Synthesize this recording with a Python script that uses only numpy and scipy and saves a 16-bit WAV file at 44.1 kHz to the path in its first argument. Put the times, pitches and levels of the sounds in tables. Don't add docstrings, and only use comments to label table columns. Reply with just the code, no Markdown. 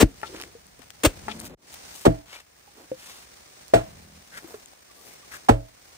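import sys
import numpy as np
from scipy import signal
from scipy.fft import rfft, irfft
from scipy.io import wavfile

SR = 44100
rng = np.random.default_rng(int(sys.argv[2]) if len(sys.argv) > 2 else 0)


def inscribe(sig):
    pcm = np.round(np.clip(np.atleast_2d(sig).T, -1, 1) * 32767)
    wavfile.write(sys.argv[1], SR, pcm.astype(np.int16))


N = 263277
SCENE_CHANGE_S = 1.549

# start_s, crush_s, splat_rise_s, splat_db, crush_db, impact_db, knock_hz, knock_db,
# bass_db, bowl_db, ring_tilt_db_per_oct, rumble_db, rumble_t60_s, t60_share, splat_tail_db, pan_db,
# knock_cycles, low_mode_lag_s
BLOWS = [(0.0, 0.029, 0.0084, -15, -8.5, -14.5, 286.3, 21, -2, -3.5, -5, -59, 11, 0.27, -26, 4.7, 8.4, 0.00046),
         (1.034, 0.029, 0.016, -14.5, -14, -18.5, 300, 12, 2, 3.5, -2, -49, 6.5, 0.11, -16, 4.5, 9, 0.00068),
         (2.0511, 0.015, 0.0035, -19, -8, -9, 323, 17.5, -11, -6.5, -6, -44, 0.65, 0.67, -12.5, 2, 7.4, 0.00614),
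         (3.7362, 0.00097, 0.0032, -21.5, -14, -18, 625, 28.5, -5, 5, 4.5, -42.5, 1.19, 0.71, 2, 2.5, 7.2, 0.0112),
         (5.4853, 0.01, 0.0075, -20, -14.5, -20, 278, 22, 2, -2.5, 4, -60, 1.4, 0.83, -6, 2.5, 10.3, 0.00766)]
# freq_hz, density_db
SPLAT_SPECTRUM = [(180, -45.5), (300, -12.5), (420, 2), (1000, -5.5), (2030, -8.5), (2650, -8.5),
                  (5000, -16), (8500, -14.5), (10000, -21.5), (13000, -27.5), (15500, -18)]


def from_db(db):
    return 10 ** (np.asarray(db) / 20)


def unit_rms(x):
    return x / np.sqrt(np.mean(x ** 2) + 1e-20)


def in_time(rows):
    time_s, *columns = np.transpose(rows)
    return [np.interp(np.arange(N) / SR, time_s, column) for column in columns]


def at_hz(rows, hz, column=1):
    rows = np.array(rows)
    return np.interp(np.log(hz + 1), np.log(rows[:, 0] + 1), rows[:, column])


def coloured(spectrum, source, tilt_db_per_oct=0):
    hz = np.fft.rfftfreq(source.shape[-1], 1 / SR)
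    gain = from_db(at_hz(spectrum, hz) + tilt_db_per_oct * np.log2((hz + 1) / 1000))
    return unit_rms(irfft(rfft(source) * gain, source.shape[-1]))


def drift(corner_hz):
    step = 40
    r = np.exp(-2 * np.pi * corner_hz * step / SR)
    slow = signal.lfilter([1], [1, -2 * r, r * r], rng.standard_normal(N // step + 2002))[2000:]
    return np.interp(np.arange(N) / step, np.arange(len(slow)), unit_rms(slow))


def ring(force, hz, t60_s):
    r, w = from_db(-60 / (t60_s * SR)), 2 * np.pi * hz / SR
    return signal.lfilter([.5, 0, -.5], [1, -2 * r * np.cos(w), r * r], force + 1e-18)


def add(track, sound, start_s, pan_db, lag_ms=.1, aside=.5):
    # freq_hz, right_lead_rad, pan_db
    ports = [(59.36, 0.18, 1.5), (260, 0.67, -3), (740, 2.17, -2.5), (1460, 0.21, -18), (5290, 0.13, -3),
             (14520, .1, -16.5)]
    size, lead_in = len(sound), 64
    hz = np.fft.rfftfreq(size, 1 / SR)
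    phase_rad = 2 * np.pi * hz * lag_ms / 1000 + aside * at_hz(ports, hz)
    left = from_db((pan_db + aside * at_hz(ports, hz, column=2)) / 2) / np.exp(.5j * phase_rad)
    pair = irfft(rfft(np.roll(sound, lead_in)) * [left, 1 / left], size)
    at = round(start_s * SR) - lead_in
    track[:, max(at, 0):at + size] += pair[:, max(-at, 0):N - at]


def mortar_modes(impact, crush, place, bass_db, bowl_db, tilt_db_per_oct, t60_share, lag_s):
    # freq_hz, level_db, free_t60_s
    modes = [(47.1, -5, 0.29), (75, -16.5, 0.19), (115.3, -9.5, 0.32), (160.6, -14.5, 0.21),
             (235, -7, 0.051), (244, 3, 0.045), (287, -7, 0.37), (319, -3, 0.25), (455, -1, 0.15),
             (549, -6, 0.2), (639, -10.5, 0.36), (675, -1, 0.17), (788, 4, 0.033), (849, -1, 0.07),
             (1288, -19.5, 0.089), (1500, -11.5, 0.082)]
    # freq_hz, rim_db, aside_db
    colour = [(44.7, 6, -3), (114, 5.5, 3.5), (300, 6, -3), (660.5, -12.5, 7), (1380, -16, -13)]
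    spread_db, detune, wobble_db = 1.5, .007, 2.8
    out, t, lag = np.zeros((2, SR)), np.arange(SR) / SR, round(lag_s * SR)
    ground_force = (-1) ** place * from_db(11.5 + bass_db) * np.roll(impact, lag)
    scatter = rng.standard_normal((len(modes), 2))
    wobble = rng.standard_normal((len(modes), 31))
    for k, (hz, level_db, free_t60_s) in enumerate(modes):
        level_db += at_hz(colour, hz, column=1 + place) + spread_db * scatter[k, 0]
        if hz < 150:
            force = ground_force
        else:
            is_bowl = hz < 350
            force = np.roll(impact + crush, lag * is_bowl)
            level_db += bowl_db * is_bowl + tilt_db_per_oct * np.log2(hz / 450)
            level_db += wobble_db * np.interp(t, np.linspace(0, 1, 31), wobble[k])
        tone = ring(force, hz * (1 + detune * scatter[k, 1]), free_t60_s * t60_share)
        out[1 - k % 2] += (-1) ** (k // 2) * from_db(level_db) * tone
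    return out


def blows():
    # splat_tilt_db_per_oct, left_lag_ms, aside_share
    places = [(1, 0.001, 0), (-2.5, 0.14, 0.87)]
    touch_db, touch_s = -6, .0035
    settle_db, settle_s = -28.5, .049
    out, t = np.zeros((2, N)), np.arange(SR) / SR
    for (start_s, crush_s, rise_s, splat_db, crush_db, impact_db, knock_hz, knock_db, bass_db, bowl_db,
         ring_tilt, _, _, t60_share, tail_db, pan_db, knock_cycles, lag_s) in BLOWS:
        place = int(start_s > SCENE_CHANGE_S)
        splat_tilt, lag_ms, aside = places[place]
        after_s = np.maximum(t - crush_s, 0)

        touch = from_db(touch_db) * t / touch_s * np.exp(1 - t / touch_s)
        airflow = np.minimum(touch + (t / rise_s) ** 8.3, 1) * np.exp(-np.maximum(t - rise_s, 0) / .028)
        splat_decay = np.exp(-after_s / .0057) + from_db(tail_db) * np.exp(-after_s / .65)
        for direction in (pan_db, lag_ms, aside), (0, -.22, 0):
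            air = coloured(SPLAT_SPECTRUM, rng.standard_normal(SR), splat_tilt)
            add(out, from_db(splat_db) * airflow * splat_decay * air, start_s, *direction)

        impact = np.exp(-.5 * ((t - crush_s) / .0003) ** 2)
        impact *= from_db(impact_db) / impact.sum()
        load = from_db(crush_db) * np.minimum(t / crush_s, 1) ** .38
        release = np.exp(-after_s / .0076) + from_db(settle_db) * np.exp(-after_s / settle_s)
        crush = load * release * rng.standard_normal(SR) / np.sqrt(SR / 100)

        knock = from_db(knock_db) * ring(impact, knock_hz, knock_cycles / knock_hz)
        left, right = mortar_modes(impact, crush, place, bass_db, bowl_db, ring_tilt, t60_share, lag_s)
        add(out, knock + left, start_s, pan_db + 4.5, lag_ms, aside)
        add(out, right, start_s, pan_db - 4.5, lag_ms, aside)
    return out


def shelter(sound, t60_s=.25):
    t = np.arange(SR // 2) / SR
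    tail = rng.standard_normal((2, len(t))) * from_db(-60 * t / t60_s) * (t > .004)
    tail = signal.lfilter([1], [1, -.5], tail)
    return signal.fftconvolve(sound, tail / np.sqrt(np.sum(tail ** 2) / 2), axes=1)[:, :N]


def rumble_level_db():
    t, level_db = np.arange(N) / SR, np.full(N, -120.)
    for blow in BLOWS:
        start_s, start_db, t60_s = blow[0], blow[11], blow[12]
        level_db = np.where(t >= start_s, start_db - 60 * (t - start_s) / t60_s, level_db)
    return np.where((t > SCENE_CHANGE_S) & (t < BLOWS[2][0]), -120, level_db)


def hiss_and_rumble():
    # freq_hz, density_db
    air_spectrum = [(15, -49), (25, -17), (58, -1), (146, -6), (766, 1), (1150, 0), (2150, 0), (3060, -3.5),
                    (9330, 1), (12900, -12.5), (15700, 1.5), (16200, -42)]
    # freq_hz, correlation
    likeness = [(60, 0.85), (180, 0.71), (550, -0.55), (1650, -0.053), (4970, -0.16), (15000, 0.34)]
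    # time_s, level_db
    hiss_spans = [
        [(0.0, -59.5), (0.332, -51.5), (0.616, -58), (0.794, -59), (1.328, -52), (1.476, -58), (1.55, -73)],
        [(1.56, -57.5), (1.7, -53.5), (1.89, -51), (2.39, -61.5), (2.72, -58), (3.1, -55.5), (3.7, -55)],
        [(3.75, -55), (4.11, -57), (4.51, -55), (4.78, -57.5), (5.36, -54), (5.6, -59), (5.97, -56)],
    ]
    # hiss_db, swing_factor, rumble_db
    ranges = [(-8.5, 1.1, 2.5), (-2, 1.3, -4.5), (0, 1.3, -7.5), (0.5, 1.5, -29), (-2, 1.4, -21.5),
              (-6, 0.9, -23)]
    splits_hz = [200, 900, 3600, 7000, 12000]
    edges_hz = 25 * 2 ** np.arange(0, 9.6, .5)
    flicker = from_db(1.5 * drift(90))
    noise = coloured(air_spectrum, rng.standard_normal((2, 2, N)))
    groups = np.zeros((len(ranges), 2, N))
    for k, band_hz in enumerate(zip(edges_hz, edges_hz[1:])):
        mid, side = signal.sosfilt(signal.butter(2, band_hz, "band", fs=SR, output="sos"), noise[k % 2])
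        centre_hz = np.sqrt(np.prod(band_hz))
        correlation = at_hz(likeness, centre_hz)
        pair = np.sqrt(1 + correlation) * mid + np.sqrt(1 - correlation) * side * [[1], [-1]]
        groups[np.searchsorted(splits_hz, centre_hz)] += flicker * pair
    hiss_db, = in_time(np.concatenate(hiss_spans))
    mean_db, rumble_db = hiss_db.mean(), rumble_level_db()
    out = np.zeros((2, N))
    for (hiss_trim_db, swing, rumble_trim_db), group in zip(ranges, groups):
        hiss = from_db(mean_db + hiss_trim_db + swing * (hiss_db - mean_db))
        out += np.hypot(hiss, from_db(rumble_db + rumble_trim_db)) * unit_rms(group)
    return out


def swishes(skirt_db=-15):
    # start_s, length_s, level_db, centre_hz, width_oct, grain_db, pan_db, treble_end_db
    strokes = [(0.247, 0.046, -53.5, 3570, 0.55, 5, 16, -35), (0.176, 0.37, -52.5, 368, 0.46, -2, 4, -43),
               (1.124, 0.6, -51, 235, 1.1, 1, 5, -38.5), (0.316, 0.17, -58, 1490, 1.3, -2, 15.5, -1),
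               (0.783, 0.062, -62, 910, 1.8, 5.5, 24, -24), (1.29, 0.04, -43, 2800, 0.43, 3.5, 14, -44),
               (1.371, 0.14, -47.5, 2880, 6.6, 6, 6.5, -10), (1.701, 0.086, -48.5, 6000, 21, 9.5, 6.5, -13),
               (1.835, 0.3, -49.5, 7950, 6.6, 2.5, 8, -6), (2.24, 0.2, -50, 1720, 1.48, 3.5, 8.5, -15),
               (2.739, 0.13, -55, 318, 1.06, -1, 2, -25), (2.918, 0.36, -50.5, 1910, 2.6, 1, 6, -4),
               (4.304, 0.11, -46, 1630, 0.31, 1.5, 9, -23), (4.344, 0.31, -54, 504, 1.45, 4, 5.5, -10),
               (4.904, 0.3, -56, 400, 0.91, 3.5, 11, -8.5), (5.04, 0.15, -57, 2190, 0.23, 9, 9, -16),
               (5.299, 0.097, -44.5, 1610, 0.44, 3, 10.5, -17)]
    out = np.zeros((2, N))
    for start_s, length_s, level_db, hz, width_oct, grain_db, pan_db, treble_end_db in strokes:
        size = 2 * round(length_s * SR / 2) + 256
        spectrum = [(hz * 2 ** (step * width_oct), max(-6 * step ** 2, skirt_db))
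                    for step in (-2, -1, -.5, 0, .5, 1, 2)]
        spectrum.append((max(16000, 4 * hz * 4 ** width_oct), treble_end_db))
        clumps = np.interp(np.arange(size), np.arange(0, size, 400), rng.standard_normal(size)[::400])
        grains = np.repeat(np.minimum(rng.exponential(1, size), 3)[::30], 30)[:size]
        swell = np.hanning(size) ** .8 * from_db(grain_db * grains + 2.3 * clumps)
        for lag_ms in .12, -.3:
            swish = coloured(spectrum, swell * rng.standard_normal(size))
            add(out, from_db(level_db) * swish, start_s, pan_db, lag_ms)
    return out


def grain_ticks():
    # start_s, peak_db, centre_hz, pan_db
    snaps = [(0.2159, -30, 2000, 11), (0.414, -23, 2420, -8), (0.4224, -22, 2100, 14),
             (0.6674, -37, 9360, 10), (0.792, -36, 9600, 4), (0.904, -35, 3120, 32),
             (1.3953, -29, 7000, 15), (1.4005, -20, 8400, 16.5), (2.185, -47.5, 2573, 7),
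             (3.681, -39, 6600, -20.5), (4.659, -32, 6300, 10.5), (5.136, -32, 9500, 0)]
    out, t = np.zeros((2, N)), np.arange(2048) / SR
    for start_s, peak_db, hz, pan_db in snaps:
        spectrum = [(hz / 4, -24), (hz / 2, -4), (hz, 0), (hz * 1.9, -4), (hz * 3, -10)]
        snap = coloured(spectrum, rng.standard_normal(len(t))) * t * np.exp(-t / .00045)
        add(out, from_db(peak_db) * snap / np.abs(snap).max(), start_s, pan_db)
    return out


def pull_smacks():
    # start_s, peak_db, tilt_db_per_oct
    releases = [(0.231, -17.5, 14), (1.2817, -18, 13)]
    # freq_hz, level_db, t60_s
    modes = [(415, 13.5, 0.089), (702, -0.5, 0.11), (880, 12.5, 0.035), (1190, 7.5, 0.016),
             (1354, 7.5, 0.031), (1730, 6.5, 0.0092)]
    out, t = np.zeros((2, N)), np.arange(SR // 4) / SR
    for start_s, peak_db, tilt in releases:
        pulse = np.exp(-.5 * ((t - .001) / .00017) ** 2)
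        ragged = signal.lfilter([.4], [1, -.7], rng.standard_normal(len(t))) * np.exp(-t / .014)
        force = pulse + .3 * ragged
        tone = sum(from_db(db + tilt * np.log2(hz / 900)) * ring(force, hz, t60_s)
                   for hz, db, t60_s in modes)
        add(out, from_db(peak_db) * tone / np.abs(tone).max(), start_s, pan_db=12.5)
    return out


def peel_crackles(snaps_per_s=270, ring_cycles=4):
    out, size = np.zeros((2, N)), SR // 4
    pitches_hz = np.geomspace(1000, 14000, 10)
    for start_s, length_s, level_db in (.268, .04, -53), (.344, .1, -34.5), (1.29, .19, -42):
        time_draw, size_draw, pitch_draw = rng.random((3, size))
        fires = (time_draw < snaps_per_s / SR) * (np.arange(size) < length_s * SR)
        snaps = fires * from_db(-6 * np.log(size_draw + .057))
        pitch_index = (pitch_draw * len(pitches_hz)).astype(int)
        crackle = sum(ring(snaps * (pitch_index == k), hz, ring_cycles / hz)
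                      for k, hz in enumerate(pitches_hz))
        add(out, from_db(level_db) * crackle, start_s, pan_db=6)
    return out


def pops():
    # start_s, tone_peak_db, pitch_hz, pan_db, crack_re_peak_db
    events = [(0.345, -36, 339, 1, 2.5), (0.55, -36.5, 488, 3, -36), (0.792, -46, 269, 3, -1),
              (2.329, -37.5, 2330, 4, -11), (2.361, -39, 2460, 8.5, -9), (2.676, -45.5, 853, -5, -12.5),
              (2.915, -19.5, 541, 2.5, -18.5), (4.442, -35.5, 345, 7, -8.5), (4.541, -33, 436, 1, -1)]
    # pitch_ratio, level_db
    partials = [(0.96, 8.5), (0.26, -23.5), (0.58, -13)]
    out, t = np.zeros((2, N)), np.arange(SR // 4) / SR
    for start_s, peak_db, hz, pan_db, crack_db in events:
        t60_s = .08 * (500 / hz) ** .14
        push = np.exp(-.5 * ((t * hz - .8) / .22) ** 2)
        tone = sum(from_db(db) * ring(push, hz * ratio, t60_s / ratio ** .5) for ratio, db in partials)
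        noise = coloured(SPLAT_SPECTRUM, rng.standard_normal(len(t)), tilt_db_per_oct=-3.5)
        crack = from_db(crack_db) * noise * t / .001 * np.exp(-t / .0024)
        add(out, from_db(peak_db) * (tone / np.abs(tone).max() + crack), start_s, pan_db)
    return out


def pull_hum():
    # time_s, pitch_hz, level_db
    glide = [(1.199, 203.4, -63), (1.291, 217.4, -42.5), (1.52, 234.7, -53.5)]
    (first_s, first_hz, _), *_, (last_s, last_hz, _) = glide
    hz, level_db = in_time([(first_s - .04, first_hz, -90), *glide, (last_s + .013, last_hz, -90)])
    return np.sqrt(2) * from_db(level_db + 2 * drift(25)) * np.sin(2 * np.pi * np.cumsum(hz) / SR)


def flutter(start_s=3.85, length_s=.39, beats_per_s=40, level_db=-54.5):
    t = np.arange(N) / SR
    beats = np.diff(np.floor(np.arange(N) * beats_per_s / SR), prepend=0)
    swell = np.interp((t - start_s) / length_s, [0, .25, .85, 1], [0, 1, 1, 0])
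    tone = ring(beats, hz=177, t60_s=.15) + .39 * ring(beats, hz=76, t60_s=.14)
    return from_db(level_db) * swell * unit_rms(tone)


def far_chirps(pitch_hz=1160):
    t, swell = np.arange(N) / SR, np.zeros(N)
    for start_s, length_s, level_db in (4.89, .037, -59.5), (4.965, .055, -60.5), (5.224, .026, -55):
        swell += from_db(level_db) * np.sin(np.pi * np.clip((t - start_s) / length_s, 0, 1))
    return np.sqrt(2) * swell * np.sin(2 * np.pi * pitch_hz * t)


def scene():
    mortar = blows() + pull_smacks() + pops() + grain_ticks() + peel_crackles()
    mix = mortar + from_db(-31.5) * shelter(mortar)
    mix += swishes() + hiss_and_rumble() + pull_hum() + far_chirps() + flutter()
    dip = np.interp(np.arange(N) / SR - SCENE_CHANGE_S, [-.003, 0, .02, .06, .15], [1, 0, .01, .25, 1])
    return mix * dip


def record(dry):
    low_cut = signal.butter(4, 37, "high", fs=SR, output="sos")
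    treble_gap = signal.ellip(4, 1, 32, [10300, 12350], "bandstop", fs=SR, output="sos")
    high_cut = signal.cheby2(12, 70, 16600, fs=SR, output="sos")
    heard = signal.sosfilt(treble_gap, signal.sosfilt(low_cut, dry))
    return signal.sosfilt(high_cut, 1.1 * np.tanh(heard / 1.1))


dry = scene()
out = record(dry)
inscribe(out)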